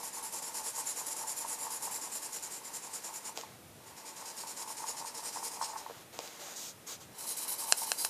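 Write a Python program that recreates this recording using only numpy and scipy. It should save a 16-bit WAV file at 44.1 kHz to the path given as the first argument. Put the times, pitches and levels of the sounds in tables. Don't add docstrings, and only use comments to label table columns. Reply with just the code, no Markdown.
import sys
import numpy as np
from scipy import signal
from scipy.fft import rfft, irfft, next_fast_len
from scipy.io import wavfile

SR = 44100
rng = np.random.default_rng(int(sys.argv[2]) if len(sys.argv) > 2 else 0)


def store_wav(level_fs):
    pcm = np.round(np.clip(np.atleast_2d(level_fs), -1, 1) * 32767)
    wavfile.write(sys.argv[1], SR, pcm.T.astype(np.int16))


N = 356929
TIME = np.arange(N) / SR


def from_db(db):
    return 10 ** (np.asarray(db) / 20)


def rms_one(x):
    return x / np.sqrt(np.mean(x ** 2) + 1e-20)


def level(rows):
    time_s, level_db = np.transpose(rows)
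    return from_db(np.interp(TIME, time_s, level_db))


def gate(t, start, end, attack_s, release_s):
    setting_in = 1 + np.tanh((t - start) / attack_s)
    stopping = 1 + np.tanh((end - t) / release_s)
    return setting_in * stopping / 4


def cut(x, hz, kind="low", order=2):
    sos = signal.butter(order, min(hz, .45 * SR), kind, fs=SR, output="sos")
    return signal.sosfilt(sos, x + 1e-18)


def colour(x, spectrum, peaks=()):
    size = next_fast_len(len(x), real=True)
    bins = np.maximum(np.fft.rfftfreq(size, 1 / SR), 1)
    hz, db = np.transpose(spectrum)
    shape = np.interp(np.log(bins), np.log(hz), db)
    for centre, width, height in peaks:
        shape = shape + height / (1 + (2 * (bins - centre) / width) ** 2)
    coloured = irfft(rfft(x, size) * from_db(shape), size)
    return rms_one(coloured[:len(x)])


def bell(x, hz, width_hz, db):
    w, height = 2 * np.pi * hz / SR, np.sqrt(from_db(db))
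    spread = np.tan(np.pi * width_hz / SR)
    top = [1 + spread * height, -2 * np.cos(w), 1 - spread * height]
    bottom = [1 + spread / height, -2 * np.cos(w), 1 - spread / height]
    return signal.lfilter(top, bottom, x)


def ring(x, modes):
    out = np.zeros(len(x))
    for k, (hz, db, fade_s) in enumerate(modes):
        r, w = from_db(-60 / (fade_s * SR)), 2 * np.pi * hz / SR
        tone = signal.lfilter([0, np.sin(w)], [1, -2 * r * np.cos(w), r * r], x + 1e-18)
        out += (-1) ** k * from_db(db) * tone
    return out


def blows(rows, column=1):
    out = np.zeros(N)
    for row in rows:
        out[round(row[0] * SR)] = from_db(row[column])
    return out


def drift(rate_hz):
    return rms_one(cut(rng.standard_normal(N), rate_hz))


def fibres(per_s, spread_db):
    caught = rng.random(N) < per_s / SR
    force = rng.choice([-1, 1], N) * from_db(spread_db * rng.standard_normal(N))
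    return rms_one(caught * force)


# [dB per Hz, relative]
ROOM_TONE = [(25, 5), (50, -24), (80, -14.5), (130, -7), (260, -5), (600, -5), (1300, -11.5), (2900, -15),
             (4300, -16), (11700, -17), (14500, -21)]


def room_tone(level_db=-55):
    return from_db(level_db) * colour(rng.standard_normal(N), ROOM_TONE)


def room(x, fade_s=0.1, wet_db=-13.5, dull_hz=6000):
    t = TIME[:SR // 2]
    fading = from_db(-60 * t / fade_s) * (t > .005)
    tail = cut(rng.standard_normal(len(t)), dull_hz) * fading
    return x + from_db(wet_db) * signal.fftconvolve(x, tail / np.linalg.norm(tail))[:N]


# start_s [s], end_s [s], level_db [dB]
RUMBLE_SWELLS = [(3.458, 3.835, -60), (3.87, 3.962, -65), (5.875, 6.184, -65), (6.73, 6.83, -62),
                 (6.94, 7.144, -61.5)]


def rumble(attack_s=0.012, release_s=0.016):
    low = colour(rng.standard_normal(N), [(40, -27), (100, -2.5), (190, -9.0), (320, -16), (1000, -45)])
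    swells = np.zeros(N)
    for start, end, db in RUMBLE_SWELLS:
        swells += from_db(db) * gate(TIME, start, end, attack_s, release_s)
    return low * swells


# start_s [s], end_s [s], rub_db [dB, before rub_gain_db], hiss_db [dB]
SLIDES = [(3.355, 3.432, -55.5, -48.5), (3.437, 3.556, -62.5, -64), (5.8, 6.034, -60, -60.5),
          (6.127, 6.403, -57.5, -54.5), (6.22, 6.27, -67, -55), (6.4, 6.557, -54.5, -48),
          (6.562, 6.706, -60, -43), (6.87, 6.952, -54.5, -42.5), (7.004, 7.041, -59, -51.5)]
# [dB per Hz, relative]
RUB_COLOUR = [(150, -16), (400, 2), (900, 4.5), (1500, 0.5), (2500, -2.5), (4500, -3.5), (7000, -14),
              (14000, -10.5)]
# [dB per Hz, relative]
SKIN_HISS_COLOUR = [(2000, -10.5), (4000, 2), (5500, 4), (6600, 9.5), (8000, 3.5), (10000, -6), (14500, -4)]


def hand(rub_gain_db=4.5, attack_s=0.0064, release_s=0.023):
    rubbing, hissing = np.zeros(N), np.zeros(N)
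    for start, end, rub_db, hiss_db in SLIDES:
        move = gate(TIME, start, end, attack_s, release_s)
        rubbing += from_db(rub_db) * move
        hissing += from_db(hiss_db) * move
    rub = colour(fibres(per_s=6000, spread_db=4.0), RUB_COLOUR) * rubbing
    hiss = colour(rng.standard_normal(N), SKIN_HISS_COLOUR) * hissing
    return from_db(rub_gain_db) * rub + hiss


# [dB, strength of blow]
KNOCKS = [(3.3745, -30.5, -32.5), (3.3838, -45, -40), (3.3882, -45, -40), (3.4122, -39, -54),
          (4.7015, -50, -41), (5.8975, -56, -33.5), (5.908, -54, -38), (6.1899, -32, -29),
          (6.204, -43, -44), (6.276, -40.5, -50)]
# pitch_hz [Hz], level_db [dB, relative], fade_s [s to fall 60 dB]
TICK_MODES = [(2670, 7.5, 0.0017), (4940, 7.5, 0.0025), (5660, 1, 0.0075), (7100, 7.5, 0.0019)]
# pitch_hz [Hz], level_db [dB, relative], fade_s [s to fall 60 dB]
THUD_MODES = [(457, 2.2, 0.012), (690, 2.6, 0.011), (1050, -1, 0.0097)]


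def knocks():
    tick = ring(blows(KNOCKS, column=1), TICK_MODES)
    thud = ring(blows(KNOCKS, column=2), THUD_MODES)
    return cut(tick + thud, 320, "high")


PUSH, PULL = (0.68, -0.5, 1.07), (2, 1.7, -2)


def direction(k):
    return PULL if k % 2 else PUSH


# [dB, before drum_db]
PAGE_DRIVE = [(0.0, -47.5), (1.2, -47), (1.87, -44), (2.25, -53), (3.3, -51), (3.9, -54), (4.85, -46),
              (5.2, -48.5), (5.65, -45), (5.85, -42.5), (7.2, -51.5), (7.68, -45.5), (8.09, -49.5)]


def shaking(push_lead_s=0.0068, pull_lead_s=0.027, rise_s=0.054, fall_s=0.039):
    power = np.zeros(N)
    for k, (_, end, _) in enumerate(STROKES):
        t = TIME - end + (pull_lead_s if k % 2 else push_lead_s)
        near = abs(t) < .25
        width = np.where(t[near] < 0, rise_s, fall_s)
        power[near] += from_db(direction(k)[2]) ** 2 * np.exp(-(t[near] / width) ** 2)
    return np.sqrt(power) * level(PAGE_DRIVE)


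# [dB, strength of blow before softening]
BUMPS = [(0.04, -43), (0.222, -43), (0.804, -38), (1.277, -42), (1.447, -31.5), (1.666, -30),
         (1.877, -30.5), (3.433, -34), (4.223, -34.5), (4.435, -34), (4.642, -43), (4.839, -28.5),
         (5.047, -34.5), (5.369, -28), (5.426, -28.5), (5.611, -22.5), (5.623, -26.5), (5.761, -29.5),
         (5.861, -30.5)]
# pitch_hz [Hz], level_db [dB, relative], fade_s [s to fall 60 dB]
PAGE_MODES = [(470, -19.5, 0.016), (667, -10.5, 0.012), (876, -4, 0.042), (995, -6.5, 0.045),
              (1113, -6.5, 0.023), (1660, -4, 0.0033), (1840, -11, 0.015)]


def page(drum_db=-3.0, soft_hz=1500):
    slips = cut(fibres(per_s=1200, spread_db=6.0), soft_hz)
    drum = rms_one(cut(ring(slips, PAGE_MODES), 390, "high")) * shaking()
    soft_blows = cut(blows(BUMPS), 1800)
    bumps = cut(ring(soft_blows, PAGE_MODES), 280, "high")
    return from_db(drum_db) * drum + bumps


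# time_s [s], level_db [dB, before click_db], contact_cutoff_hz [Hz]
CLICKS = [(7.7234, -1.5, 10300), (7.9178, -7.5, 5500), (8.0487, -11, 4900)]
# pitch_hz [Hz], level_db [dB, relative], fade_s [s to fall 60 dB]
PEN_MODES = [(714, -11, 0.014), (1626, -17.5, 0.01), (2660, -13, 0.0053), (4120, -14, 0.011),
             (5130, -10.5, 0.015), (6200, -8.5, 0.0043), (7200, -5.5, 0.0039), (9060, -4, 0.0031),
             (11000, -17, 0.011)]


def pen_clicks(click_db=0.55, rattle_s=.00068, rattle_db=-7.0):
    out = np.zeros(N)
    for time_s, level_db, cutoff_hz in CLICKS:
        contact = cut(signal.unit_impulse(SR // 100), cutoff_hz, order=1)
        for delay_s, change_db in ((0, 0), (rattle_s, rattle_db)):
            at = round((time_s + delay_s) * SR)
            out[at:at + len(contact)] += from_db(level_db + change_db + click_db) * contact
    return cut(ring(out, PEN_MODES), 750, "high")


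REGRIP_S = (3.6, 6.5)
# [dB per Hz, relative]
UPRIGHT = [(2000, -23), (3600, -15.5), (4500, -8), (5500, -2), (7200, 1), (8800, 1), (10500, -3.5),
           (12500, -5.5), (14500, -45)]
# [dB per Hz, relative]
FLAT = [(2000, -37), (3500, -12), (4500, -4.5), (6200, -0.5), (7500, 3), (8900, 0.5), (10200, 2.5),
        (11500, -2), (12600, -4.5), (14500, -7.5)]
# pitch_hz [Hz], width_hz [Hz], height_db [dB]
FIRST_PEAKS = [(5500, 500, 3), (6200, 400, -3), (7950, 300, -2), (8450, 350, 5), (8790, 220, -7),
               (10000, 500, 4), (10830, 260, 5), (11230, 240, -6), (13100, 400, 3)]
# pitch_hz [Hz], width_hz [Hz], height_db [dB]
SECOND_PEAKS = [(4150, 300, 3), (5280, 650, 5), (6100, 400, -4), (6900, 400, 3), (7830, 300, -5),
                (8350, 380, 6), (8830, 260, -6), (9800, 700, 3), (10900, 350, 4), (11520, 350, -5)]
# pitch_hz [Hz], width_hz [Hz], height_db [dB]
THIRD_PEAKS = [(4050, 300, 7), (6100, 400, -3), (7750, 400, -4), (8300, 400, 7), (8850, 300, -7),
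               (10300, 1100, 3), (11250, 300, -5), (11750, 400, 5), (12300, 300, -4), (13650, 650, 7)]


def grip(time_s):
    grips = [(UPRIGHT, FIRST_PEAKS), (UPRIGHT, SECOND_PEAKS), (FLAT, THIRD_PEAKS)]
    return grips[np.searchsorted(REGRIP_S, time_s)]


def stroke_force(t, start, end, swell_db, rise_s=0.0036, fall_s=0.014, onset_db=-0.4, onset_s=0.0072,
                 turn_db=-10.0, turn_s=0.038):
    moving = gate(t, start, end, rise_s, fall_s)
    along = np.clip((t - start) / (end - start), 0, 1)
    onset_dip = onset_db * np.exp(-abs(t - start) / onset_s)
    drag = moving * from_db(swell_db * (along - .5) + onset_dip)
    outside = np.maximum(abs(t - (start + end) / 2) - (end - start) / 2, 0)
    creep = from_db(turn_db) * (1 - moving) * np.exp(-(outside / turn_s) ** 2)
    return drag, creep


def stroke_hiss(grain, t, start, end, bright_db, ring_db, ring_hz=7130, ring_width_hz=780,
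                bright_hz=11300, bright_width_hz=4200, detune=0.0088, patchy_db=4.5, count=44):
    spectrum, peaks = grip(start)
    angle = rng.standard_normal()
    tones = list(peaks) + [(ring_hz, ring_width_hz, ring_db), (bright_hz, bright_width_hz, bright_db)]
    tones = [(hz * (1 + detune * angle), width, height) for hz, width, height in tones]
    colours = []
    for _ in ("start", "end"):
        patches = [(hz, 110, patchy_db * rng.standard_normal()) for hz in rng.uniform(4000, 14500, count)]
        colours.append(colour(grain, spectrum, tones + patches))
    along = np.clip((t - start) / (end - start), 0, 1)
    return (1 - along) * colours[0] + along * colours[1]


# [dB, before hiss_db]
STROKES = [(-0.06, 0.015, -47.0), (0.03, 0.088, -42), (0.13, 0.198, -43.0), (0.227, 0.292, -42.5),
           (0.324, 0.396, -40), (0.421, 0.496, -42.0), (0.539, 0.606, -39), (0.639, 0.706, -38.5),
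           (0.75, 0.816, -37.5), (0.852, 0.925, -37), (0.961, 1.028, -39.5), (1.061, 1.135, -38),
           (1.163, 1.233, -41.0), (1.271, 1.332, -38), (1.364, 1.438, -39.5), (1.478, 1.549, -37.5),
           (1.586, 1.669, -40.5), (1.702, 1.776, -40), (1.821, 1.879, -39), (1.91, 1.984, -39),
           (2.013, 2.075, -40.5), (2.119, 2.179, -38.5), (2.22, 2.274, -41.0), (2.324, 2.376, -39),
           (2.425, 2.472, -41.5), (2.509, 2.581, -42.5), (2.643, 2.686, -44.5), (2.735, 2.783, -41),
           (2.822, 2.877, -46.5), (2.93, 2.98, -40), (3.037, 3.089, -42), (3.132, 3.187, -43.5),
           (3.245, 3.297, -43), (3.862, 3.91, -57.5), (3.966, 4.016, -53.5), (4.054, 4.113, -48.5),
           (4.159, 4.224, -49), (4.254, 4.316, -45.5), (4.366, 4.432, -43.5), (4.469, 4.527, -45),
           (4.566, 4.638, -43.5), (4.675, 4.734, -43.0), (4.767, 4.834, -44.5), (4.864, 4.922, -39.5),
           (4.967, 5.017, -43.5), (5.055, 5.096, -42), (5.146, 5.207, -45), (5.234, 5.296, -40),
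           (5.327, 5.393, -43), (5.432, 5.483, -38), (5.508, 5.568, -45), (5.616, 5.658, -37.5),
           (5.677, 5.734, -47.5), (5.769, 5.804, -47), (7.183, 7.252, -44.0), (7.266, 7.333, -37),
           (7.368, 7.449, -38.5), (7.476, 7.546, -37), (7.581, 7.655, -39), (7.67, 7.736, -38),
           (7.768, 7.85, -36), (7.867, 7.94, -40), (7.98, 8.069, -35)]
# time_s [s], brightness_db [dB, before push or pull], ring_db [dB]
NIB_COLOUR = [(0.0, 7, 6.5), (0.8, 5, 10.5), (1.65, 9, 11.5), (2.4, 2, 13), (3.25, 0, 12), (4.15, -11, 2),
              (4.65, 1, 5), (5.0, -11, 1), (5.5, 0, 1), (5.63, -22, -2), (5.8, -22, 4), (7.18, 4, 2),
              (8.08, 4.5, -2)]
# [dB per Hz, relative]
SCRAPE = [(100, -36), (220, -3), (500, 2.5), (1200, -0.5), (1700, 0), (2300, -1), (2900, -3.5),
          (3500, -6.5), (4500, -0.5), (7000, -6.5)]
# pitch_hz [Hz], width_hz [Hz], height_db [dB]
FLAT_SCRAPE_PEAKS = [(1850, 150, -4), (2150, 130, 3), (2600, 520, 0), (3030, 230, 8), (3480, 380, -5),
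                     (3980, 200, 8), (5600, 600, 7)]


def nib(hiss_db=-1.0, scrape_db=-49.5, scrape_growth=0.4, flutter_db=1.15, snap_db=-50.0, size=16384):
    grain = fibres(per_s=16000, spread_db=1.5) * from_db(flutter_db * drift(44))
    hiss, power = np.zeros(N), np.zeros(N)
    colour_s, brightness, ringing = np.transpose(NIB_COLOUR)
    for k, (start, end, db) in enumerate(STROKES):
        swell_db, bright_db, _ = direction(k)
        bright_db = bright_db + np.interp(start, colour_s, brightness)
        ring_db = np.interp(start, colour_s, ringing)
        first = int(np.clip((start + end) / 2 * SR - size / 2, 0, N - size))
        near = slice(first, first + size)
        drag, creep = from_db(db) * np.array(stroke_force(TIME[near], start, end, swell_db))
        hiss[near] += drag * stroke_hiss(grain[near], TIME[near], start, end, bright_db, ring_db)
        hiss[near] += creep * colour(rng.standard_normal(size), grip(start)[0])
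        power[near] += drag ** 2 + creep ** 2
    speed = (np.sqrt(power) / from_db(-40)) ** scrape_growth
    upright_scrape = colour(grain, SCRAPE)
    flat_scrape = colour(grain, SCRAPE, FLAT_SCRAPE_PEAKS)
    scrape = np.where(TIME < REGRIP_S[1], upright_scrape, flat_scrape) * speed
    coarse = (rng.random(N) < 14 / SR) * rng.standard_normal(N)
    snaps = ring(coarse * speed, TICK_MODES)
    return from_db(hiss_db) * hiss + from_db(scrape_db) * scrape + from_db(snap_db) * snaps


def scene():
    drawing = room(nib() + page() + knocks() + hand())
    clicks = room(pen_clicks(), wet_db=-23.0)
    return (drawing + clicks + rumble() + room_tone())[None, :]


# pitch_hz [Hz], width_hz [Hz], height_db [dB]
HOUSING = [(4440, 310, -2.5), (5100, 310, -0.5), (6220, 320, -1.5), (7640, 330, 0), (8000, 260, -1.5),
           (8780, 280, -4), (9000, 300, 3), (9830, 350, 2.5), (11270, 410, -1), (11850, 380, 0.5),
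           (12600, 400, -5), (13150, 450, 4)]


def record(dry, bass_hz=62, top_hz=14550):
    thin = cut(dry, bass_hz, "high")
    for hz, width_hz, db in HOUSING:
        thin = bell(thin, hz, width_hz, db)
    steep = signal.ellip(12, .1, 80, top_hz, fs=SR, output="sos")
    return signal.sosfilt(steep, thin)


dry = scene()
out = record(dry)
store_wav(out)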